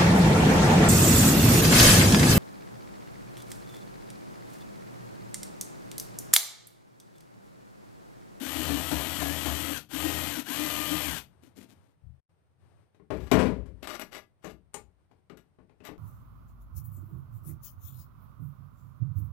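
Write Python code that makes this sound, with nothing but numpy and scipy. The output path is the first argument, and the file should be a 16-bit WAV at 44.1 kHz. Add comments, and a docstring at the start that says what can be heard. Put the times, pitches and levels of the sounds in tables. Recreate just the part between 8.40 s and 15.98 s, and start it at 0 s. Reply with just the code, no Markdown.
"""A cordless drill drives a screw into a door post in three bursts, in a small plank cabin.
Its gears rattle and whine, the post's hum surges and the bit slips; then the stopped tool scuffs the post.
The wooden door is pulled shut with a boom, its steel bolt scrapes and clicks home, and the latch is tried.
Faint background hiss and rumble swell briefly now and then. Nearly everything is heard on the left."""
import sys
import numpy as np
from scipy import signal
from scipy.fft import rfft, irfft
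from scipy.io import wavfile
from scipy.ndimage import uniform_filter1d

SR = 44100
rng = np.random.default_rng(int(sys.argv[2]) if len(sys.argv) > 2 else 0)


def wrap_up_sound(samples):
    """Save the sound to the file named by the first command line argument, as 16-bit audio."""
    columns = np.atleast_2d(samples).T
    # keep every value between -1 and 1, then stretch to whole-number steps
    tamed = np.clip(columns, -1, 1)
    steps = np.round(tamed * 32767).astype(np.int16)
    wavfile.write(sys.argv[1], SR, steps)


N = 334278
TIME = np.arange(N) / SR

# trigger pulls: (press [s], ease off [s], let go [s], spin-up [s], top speed [Hz], load [0-1], level [dB])
PULLS = [(-.035, 1.295, 1.378, .232, 328.5, 1, -.6), (1.485, 1.893, 2.0, .145, 313, .5, 0),
         (2.035, 2.655, 2.78, .175, 302.3, 0, 1)]
# the post's hum surges, with a thump that is loud where the bit slips:
# (time [s], thump [dB], surge length [s], surge [dB])
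SURGES = [(0.15, -50, 0.058, -35), (0.288, -41, 0.085, -30.5), (0.514, -33.5, 0.026, -29),
          (.819, -35, 0.094, -37.5), (1.057, -36, .025, -31.5), (1.268, -58, .06, -37.5),
          (1.632, -53, 0.049, -30.5), (1.96, -58, 0.064, -32), (2.184, -55, .06, -32),
          (2.375, -44, 0.031, -36), (2.511, -41.5, 0.028, -29), (2.649, -55.5, 0.021, -41)]
# tone of the rattling gearbox: (frequency [Hz], level [dB])
GEARBOX_TONE = [(300, -14.5), (600, -6.5), (1200, -0.5), (2200, -1), (3300, -0.5), (4900, -6.5),
                (7000, -5.5), (10000, -7.5), (12500, -5.5), (13600, -12.5), (15500, -21)]
# tone of the wooden post: (frequency [Hz], level [dB])
POST_TONE = [(40, -40), (60, -16.5), (85, -11), (120, 2.5), (165, 7.5), (195, -2), (260, 4), (370, 0),
             (450, -3.5), (600, 1.5), (850, -1), (1300, -8.5), (2500, -16), (6000, -32.5)]
# the background swells briefly: (start [s], length [s], hiss [dB], rumble [dB])
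BACKGROUND_SWELLS = [(2.822, 0.62, -74, -72.5), (4.175, 0.25, -75.5, -69), (5.297, 0.496, -76, -77.5),
                     (7.356, 0.18, -90, -81)]
# tone of the faint hiss: (frequency [Hz], level [dB])
HISS_TONE = [(100, -17), (300, 9.5), (900, 3), (2000, -5.5), (5000, -16), (7800, -21.5), (8600, -9),
             (9500, -18.5), (12500, -24), (15000, -29.5)]


def amp(db):
    """Turn decibels into a gain."""
    return 10 ** (np.asarray(db) / 20)


def unit(x):
    """Scale a sound to an average (rms) level of 1."""
    return x / np.sqrt(np.mean(x ** 2))


def struck(x):
    """Scale a hit so that its first 20 ms have an average (rms) level of 1."""
    return x / np.sqrt(np.mean(x[:SR // 50] ** 2))


def at(points, hz):
    """Read between (frequency [Hz], value) points, with octaves evenly spaced."""
    freqs, values = np.transpose(points)
    return np.interp(np.log(np.maximum(hz, 1)), np.log(freqs), values)


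def colour(x, tone, size=4096):
    """Filter a sound to a tone given as (frequency [Hz], level [dB]) points."""
    cepstrum = irfft(np.log(amp(at(tone, np.linspace(0, SR / 2, size // 2 + 1)))))
    # fold the filter so that it rings only after a hit, never before
    cepstrum[1:size // 2] *= 2
    cepstrum[size // 2 + 1:] = 0
    return signal.fftconvolve(x, irfft(np.exp(rfft(cepstrum))))[:len(x)]


def resonate(x, modes):
    """Let a sound ring at the given notes: (pitch [Hz], width [Hz], level [dB])."""
    return sum(amp(db) * signal.lfilter(*signal.iirpeak(hz, hz / width, fs=SR), x)
               for hz, width, db in modes)


def fade(t60):
    """A one-second curve that falls by 60 dB every t60 seconds."""
    return np.exp(-np.log(1000) * TIME[:SR] / max(t60, 1 / SR))


def burst(t60):
    """Noise that dies away."""
    return rng.standard_normal(SR) * fade(t60)


def ring(modes, damping=1):
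    """Fading notes (pitch [Hz], level [dB], fade time [s]); more damping shortens them."""
    return sum(rng.choice([-1, 1]) * amp(db) * fade(t60 / damping) * np.sin(2 * np.pi * hz * TIME[:SR])
               for hz, db, t60 in modes)


def walk(rate):
    """A smooth random wobble, about 1 in size, that turns about rate times a second."""
    step = max(int(SR / rate), 1)
    stairs = np.repeat(rng.standard_normal(N // step + 1), step)[:N]
    return unit(uniform_filter1d(stairs, step))


def swell(start, length, attack_s, release_s):
    """A curve that rises from 0 towards 1, holds, then dies away."""
    rise = np.clip((TIME - start) / max(attack_s, 1 / SR), 0, 1)
    return rise * np.exp(-np.clip((TIME - start - length) / max(release_s, 1 / SR), 0, 50))


def add(track, s, sound):
    """Mix a sound into a track, s seconds in."""
    i = max(int(s * SR), 0)
    track[i:i + len(sound)] += sound[:N - i]


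def friction(strokes, catches_per_s, spread_db, edge_s):
    """Sliding surfaces catch and let go in many tiny, uneven ticks."""
    grip = sum(amp(db) * np.clip(np.minimum(TIME - s, s + length - TIME) / edge_s + .5, 0, 1)
               for s, length, db in strokes)
    catches = (rng.random(N) < catches_per_s / SR) * rng.standard_normal(N) * amp(spread_db * walk(90))
    return grip * unit(catches)


def motor():
    """The motor runs up at each pull, coasts as the finger eases, and is braked; faster is louder."""
    start_hz, coast_s, db_per_octave = 135, .28, 8
    state = np.zeros((5, N))
    for press, ease, let_go, spin_up, top_hz, load, db in PULLS:
        run_up = 1 - (1 - np.clip((TIME - press) / spin_up, 0, 1)) ** 2
        slow_down = np.exp(-np.clip(TIME - ease, 0, 1) / coast_s)
        speed = (start_hz + (top_hz - start_hz) * run_up) * slow_down
        switched_on = swell(press, let_go - press, attack_s=.06, release_s=.018)
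        running = switched_on * amp(db_per_octave * np.log2(speed / top_hz))
        coasting = swell(ease, let_go - ease, .02, .02)
        for track, value in zip(state, (speed, load, db, running, coasting)):
            np.copyto(track, value, where=TIME >= press)
    return state


def gear_rattle(angle, carrier_angle):
    """Teeth clash six times a turn, harder on one side of the carrier that holds the small gears."""
    # notes of the drill's casing: (pitch [Hz], width [Hz], level [dB])
    casing = [(3100, 450, -1), (4350, 260, -7), (8500, 500, -5), (12250, 850, 4)]
    clashes = (1 + .6 * np.cos(6 * angle)) * (1 + .2 * np.cos(carrier_angle))
    # the same tooth flaws come round with every turn
    profile = rng.standard_normal(120)
    flaws = unit(np.interp(angle / (2 * np.pi), np.arange(120) / 120, profile - profile.mean(), period=1))
    flaws = colour(flaws, [(1200, -19), (2400, -3.5), (14000, 3.5)])
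    loose = rng.standard_normal(N) * clashes * amp(0.5 * walk(300))
    teeth = colour(loose + amp(-8.5) * flaws, GEARBOX_TONE)
    return amp(-0.25) * unit(teeth + resonate(teeth, casing))


def gear_whine(angle, speed, load, coasting):
    """Motor and gear teeth sing flickering notes that follow the shaft's speed, softer when slow."""
    # whining notes: (rough multiple of the shaft speed, running light [dB], under load [dB])
    notes = [(2, -16.5, -22.5), (4, -13, -19.5), (6.05, -23, -19.5), (6.79, -19.5, -23.5), (8, -15, -26.5),
             (8.67, -21.5, -32), (14.33, -22, -29.5), (23.9, -21, -19), (30, -28, -23.5),
             (38.5, -18, -28.5), (48, -23, -24.5)]
    # the housing boosts a note that sweeps past its own: (pitch [Hz], width [Hz], boost [dB])
    housing = [(1560, 445, 13), (6000, 1500, 4), (7600, 1000, 3)]
    flicker_db, coast_db = 2.5, 5
    whine = np.zeros(N)
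    for multiple, light_db, loaded_db in notes:
        boost_db = sum(db * np.exp(-(2 * (multiple * speed - hz) / width) ** 2)
                       for hz, width, db in housing)
        multiple = round(3 * multiple) / 3  # the gearing sets notes on thirds of the shaft speed
        boost_db += coast_db * coasting * (multiple > 20)  # coasting teeth whine more
        level_db = light_db + load * (loaded_db - light_db) + boost_db + flicker_db * walk(35)
        whine += amp(level_db) * unit(np.sin(multiple * angle))
    return whine * (speed / 300) ** .7


def post_hum(angle):
    """The post hums at its own note, pushed by the unbalanced motor and the chattering screw."""
    push = np.sin(angle + 0.41 * walk(60)) + amp(19.5) * rng.standard_normal(N)
    hum = resonate(push, [(291.0, 34.3, 0)])
    hum = resonate(hum, [(282.3, 20, -2.5), (246.9, 8.3, -3.0)])
    return hum / np.sqrt(uniform_filter1d(hum ** 2, SR // 25))  # even out the level


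def hum_strength():
    """How loud the post hums: a wavering base, brief surges, and kicks as the motor starts and slows."""
    kick_s, start_db, slow_db = 0.039, -35.5, -41.5
    shakes = [(s, length, db) for s, _, length, db in SURGES]
    for press, ease, *_ in PULLS:
        shakes += [(press + .04, kick_s, start_db), (ease, kick_s, slow_db)]
    power = sum((amp(db) * swell(s, length, 0.014, .018)) ** 2 for s, length, db in shakes)
    base = amp(-43.5 + 2 * walk(22))
    return np.sqrt(base ** 2 + power)


def screw_bites():
    """Each bite of the screw drags the motor down and strengthens the throb and the grinding."""
    # bites into the wood: (start [s], length [s], speed lost [Hz], throb [dB], grinding [dB])
    bites = [(.15, 0.097, 23.5, -46.5, -46.5), (.24, .14, 38, -38.5, -42.5), (0.521, 0.069, 52, -39.5, -42),
             (.775, 0.13, 48.2, -39, -44), (1.03, .105, 44, -40.5, -45), (1.575, .2, 1, -45.5, -45.5),
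             (2.5, 0.055, 0.99, -45.5, -45.5), (2.651, 0.086, 2, -41.5, -47)]
    starts, lengths, lost_hz, throb_db, grind_db = np.transpose(bites)
    grips = np.array([swell(s, length, .05, .048) for s, length in zip(starts, lengths)])
    speed_lost = np.max(lost_hz[:, None] * grips, axis=0)
    throb_gain = amp(-51) + amp(throb_db) @ grips
    grind_gain = np.hypot(amp(-46), amp(grind_db) @ grips)
    return speed_lost, grips.max(axis=0), throb_gain, grind_gain


def drill():
    """The motor turns the gears and the screw shakes the post; returns noises and tones separately."""
    free_speed, load, strength_db, running, coasting = motor()
    speed_lost, grip, throb_gain, grind_gain = screw_bites()
    gear_db = strength_db - 36.5
    speed = free_speed - speed_lost
    unevenness = (.0005 + .0015 * load) * walk(70) + .002 * walk(6)
    angle = 2 * np.pi * np.cumsum(speed * (1 + unevenness)) / SR
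    carrier_angle = .26 * angle
    rattle = gear_rattle(angle, carrier_angle)
    grind = unit(colour(rng.standard_normal(N) * (1 + .5 * np.cos(carrier_angle)), POST_TONE))
    whine = gear_whine(angle, speed, load, coasting)
    hum = post_hum(angle)
    # the slow gear carrier rocks the wall near its lowest note
    rocking = amp(2 * walk(12)) * unit(np.sin(carrier_angle + 0.82 * walk(30)))
    throb = resonate(rocking, [(81.2, 17, 0.0058)])
    noises = amp(gear_db + 0.5 * grip) * rattle + amp(1.5) * grind_gain * grind
    tones = amp(gear_db - 1.0) * whine + hum_strength() * hum + throb_gain * throb
    return running * noises, running * tones


def rumble():
    """Low rumble of air that swells briefly now and then."""
    # tone of the rumble: (frequency [Hz], level [dB])
    tone = [(25, -31.5), (55, -13), (80, 11), (135, 4), (190, -1), (300, -30), (800, -59.5)]
    swells = sum(amp(db) * swell(s, length, 0.072, 0.021) for s, length, _, db in BACKGROUND_SWELLS)
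    return (amp(-74) + swells) * amp(1.2 * walk(7.6)) * unit(colour(rng.standard_normal(N), tone))


def background():
    """Faint hiss and rumble that swell briefly, and one deep puff of air."""
    deep_tone = [(25, -18), (55, -8), (80, 0), (135, -6.5), (200, -25), (600, -71)]
    deep = unit(colour(rng.standard_normal(N), deep_tone))
    puff = amp(-49) * swell(start=3.62, length=0.076, attack_s=0.018, release_s=.05) * deep
    low_air = rumble() + puff
    swells = sum(amp(db) * swell(s, length, 0.087, .03) for s, length, db, _ in BACKGROUND_SWELLS)
    hiss = amp(1.2 * walk(36)) * unit(colour(rng.standard_normal(N), HISS_TONE))
    return low_air + (amp(-81) + swells) * hiss


def thumps_and_brake():
    """Each surge opens with a thump and a tick, loud where the bit slips; the brake clacks after a run."""
    out = np.zeros(N)
    for s, db, _, _ in SURGES:
        thump = struck(colour(burst(0.16), POST_TONE))
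        tick = struck(colour(burst(0.15), GEARBOX_TONE))
        add(out, s, amp(db) * (thump + amp(-4.5) * tick))
    for _, _, let_go, *_ in PULLS:
        clack = struck(colour(burst(.12), GEARBOX_TONE))
        add(out, let_go - .005, amp(-43.5) * clack)
    return out


def tool_scuffs():
    """The stopped tool scuffs the post, which answers with a low note."""
    # shifts of the tool: (start [s], length [s], level [dB])
    strokes = [(3.025, 0.063, -57.5), (3.16, 0.088, -53), (3.293, 0.035, -50), (3.34, 0.19, -74)]
    scuff = friction(strokes, catches_per_s=2400, spread_db=2.0, edge_s=0.024)
    return amp(-3) * colour(scuff, GEARBOX_TONE) + resonate(scuff, [(271, 48, 24)])


def door():
    """Each blow rattles the boards, rings the frame and sets the whole door booming."""
    # blows: (time [s], level [dB], hardness [dB per octave], rattle fade time [s], boom [dB])
    knocks = [(4.546, -63.5, 3.5, 0.14, -24), (4.598, -52.5, -2, 0.078, -30), (4.704, -29, 0, 0.4, -8),
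              (4.753, -59, -9, 0.13, 18.5), (4.914, -16.5, 1.3, 0.62, -9), (4.991, -23.5, 2, 0.35, -13),
              (5.056, -27, 1, 0.16, -10.5), (5.1, -34, 0, 0.11, -1.5), (5.258, -57.5, 5, 0.17, -7.5),
              (6.043, -37.5, 1.5, 0.22, -15), (6.343, -42, 4.5, 0.15, -11), (6.712, -61, 1.5, 0.19, -17.5),
              (6.899, -47, -0.5, 0.2, -28), (7.187, -54.5, -0.5, 0.19, -17.5),
              (7.295, -60.5, 1, 0.12, -20.5), (7.403, -52, 0, 0.24, -20), (7.489, -40, 1, 0.14, -28)]
    # tone of the boards: (frequency [Hz], level [dB])
    board_tone = [(29, -57), (56, -8), (214, -6.5), (253, 3.5), (483, -9.5), (598, -1.5), (707, -13.5),
                  (1110, -16.5), (1350, -20.5), (1750, -20.5), (5510, -43), (12400, -53), (15000, -74)]
    # notes of the frame: (pitch [Hz], level [dB], fade time before each blow scales it [s])
    frame_notes = [(156.5, -2, 0.75), (189, -10.5, .6), (254.7, 2, 0.57), (298.7, -0.5, 0.64),
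                   (371, 4.5, 0.44), (420, -2.5, 0.22), (441.5, 6.5, .45), (494, -10, 0.35),
                   (612, -3, 0.55), (779, -4.5, 0.33), (870, -12.5, 0.33), (1085, -6.5, 0.29),
                   (1400, -19.5, 0.28), (1730, -26.5, .3)]
    # deep notes of the whole door: (pitch [Hz], level [dB], fade time [s])
    boom_notes = [(47.6, -15, 0.81), (58.6, -2.5, 0.93), (67.54, -2, 0.6), (78.4, -0.5, 0.56),
                  (93, 3.5, .55), (121.5, -2.5, 0.33)]
    out = np.zeros(N)
    for s, db, hardness, t60, boom_db in knocks:
        tone = [(hz, level + hardness * np.log2(hz / 400)) for hz, level in board_tone]
        notes = [(hz, level + hardness * np.log2(hz / 400), decay) for hz, level, decay in frame_notes]
        # wood soaks up the middle and treble sooner than the bass
        bass = colour(burst(t60), [(500, 0), (1000, -30)])
        treble = colour(burst(.72 * t60), [(350, -30), (750, 2)])
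        boards = struck(colour(bass + treble, tone))
        frame = struck(ring(notes, damping=0.68 / t60))
        boom = struck(ring(boom_notes)) * (1 - fade(0.29))  # the heavy door takes a moment to get going
        add(out, s, amp(db) * (amp(-5.5) * boards + amp(-3.5) * frame + amp(boom_db) * boom))
    return out


def bolt():
    """The steel bolt scrapes through its guides and clicks against its stops."""
    # slides of the bolt: (start [s], length [s], level [dB])
    slides = [(4.72, 0.36, -55), (5.44, 0.0076, -33.5), (5.48, 0.092, -38), (5.602, 0.033, -37.5),
              (5.728, 0.056, -37), (6.035, 0.082, -49.5), (7.45, 0.036, -43)]
    # steel hits steel: (time [s], level [dB], ring pitch [Hz], ring level against the click [dB])
    clicks = [(4.707, -63.5, 630, 20.5), (4.915, -25.5, 6700, -15), (4.998, -45, 8200, -5.5),
              (5.429, -44, 2610, -11), (5.473, -37.5, 8100, -12.5), (5.506, -43, 1180, -4),
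              (5.596, -41.5, 11980, -9), (6.045, -47.5, 6200, -10.5), (6.335, -64, 9380, -6),
              (6.342, -50.5, 8630, 6), (6.343, -52, 7000, 6.5), (6.344, -51, 824, 3.5),
              (6.714, -74.5, 739, 5.5), (6.898, -63.5, 1250, 6), (6.9, -68.5, 2200, 1),
              (6.972, -55.5, 11940, -21.5), (7.404, -84, 2660, 17), (7.451, -47.5, 12300, -13)]
    # tone of the scrapes and clicks: (frequency [Hz], level [dB])
    tone = [(150, -11.5), (250, 2), (420, 2), (465, -9.5), (593, -1), (882, -8), (1180, -4), (1290, -7.5),
            (2240, -6), (7900, -20.5), (9880, -24.5), (12400, -13), (15500, -90.5)]
    # notes of the bolt and its plate: (pitch [Hz], width [Hz], level [dB])
    notes = [(606, 30, 2.5), (820, 38, 2), (1186, 40, 5.5), (1380, 54, -2), (1420, 33, 1.5),
             (1675, 18, 4.5), (2000, 17, 1.5), (2160, 25, 2.5), (2880, 38, 3), (3760, 26, 1.5),
             (4820, 32, 0), (5840, 39, 6.5), (6950, 70, 4), (7800, 65, 8)]
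    contact = amp(1.35) * friction(slides, catches_per_s=7200, spread_db=2.0, edge_s=0.035)
    rings = np.zeros(N)
    for s, db, ring_hz, ring_db in clicks:
        tick = amp(db + 2) * struck(burst(.01) + amp(-8) * burst(.13))
        add(contact, s, tick)
        ping = struck(resonate(tick, [(ring_hz, ring_hz / 16, 0)]))
        add(rings, s, amp(db + ring_db) * ping)
    steel = amp(7) * colour(contact, tone)
    return amp(-0.5) * steel + resonate(steel, notes) + rings


def cabin_echo():
    """Echo of the plank walls, left and right: alike in the bass, unrelated in the treble."""
    # how long the cabin rings: (frequency [Hz], fade time [s])
    fade_times = [(60, 0.64), (300, 0.26), (1200, 0.18), (4000, 0.19), (9000, 0.15), (15000, .2)]
    hz = np.linspace(0, SR / 2, SR // 2 + 1)
    left, other = rfft(rng.standard_normal((2, SR)))
    alike = 1 / (1 + (hz / 1400) ** 2)
    sides = np.array([left, alike * left + np.sqrt(1 - alike ** 2) * other])
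    echo = np.zeros((2, SR))
    for centre, t60 in fade_times:
        band = at([(f, float(f == centre)) for f, _ in fade_times], hz)
        echo += irfft(sides * band) * fade(t60)
    echo *= 1 - fade(0.058)  # the echo builds up briefly
    return echo / np.sqrt(np.sum(echo[0] ** 2))


def place(x, echo, wet_db):
    """Blend a sound with its echo at about the same power; the right side gets more of the echo."""
    wet = amp(wet_db + np.array([[0], [14]]))
    walls = signal.fftconvolve(x[None], echo, axes=1)[:, :N]
    return (x + wet * walls) / np.sqrt(1 + wet ** 2)


def scene():
    """Drill, door and bolt all sound in the same small cabin."""
    echo = cabin_echo()
    noises, tones = drill()
    noises = noises + thumps_and_brake() + tool_scuffs()
    tool = place(noises, echo, wet_db=-7.5) + place(tones, echo, wet_db=-15.0)
    return tool + place(door(), echo, wet_db=-1.0) + place(bolt(), echo, wet_db=-8.0) + background()


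def record(dry):
    """A strong left and a weak, late, faintly noisy right; the level dips once and the top treble is cut."""
    # how much weaker the right side is: (frequency [Hz], level [dB])
    right_tone = [(60, -28), (280, -27.5), (1200, -25), (4000, -23.5), (13000, -23)]
    lag_samples, top_hz = 3, 15400
    dip_start_s, dip_end_s, dip_db = 3.805, 3.89, -35
    right_noise = amp(2.5) * rumble() + amp(-79) * unit(colour(rng.standard_normal(N), HISS_TONE))
    left, right = dry * amp(5.5)
    right = colour(np.pad(right, (lag_samples, 0))[:N], right_tone) + right_noise
    dip = uniform_filter1d(1. * ((TIME > dip_start_s) & (TIME < dip_end_s)), SR // 100)
    heard = np.array([left, right]) * amp(dip_db * dip)
    return signal.sosfilt(signal.ellip(10, .2, 70, top_hz, fs=SR, output="sos"), heard)


dry = scene()
out = record(dry)
wrap_up_sound(out)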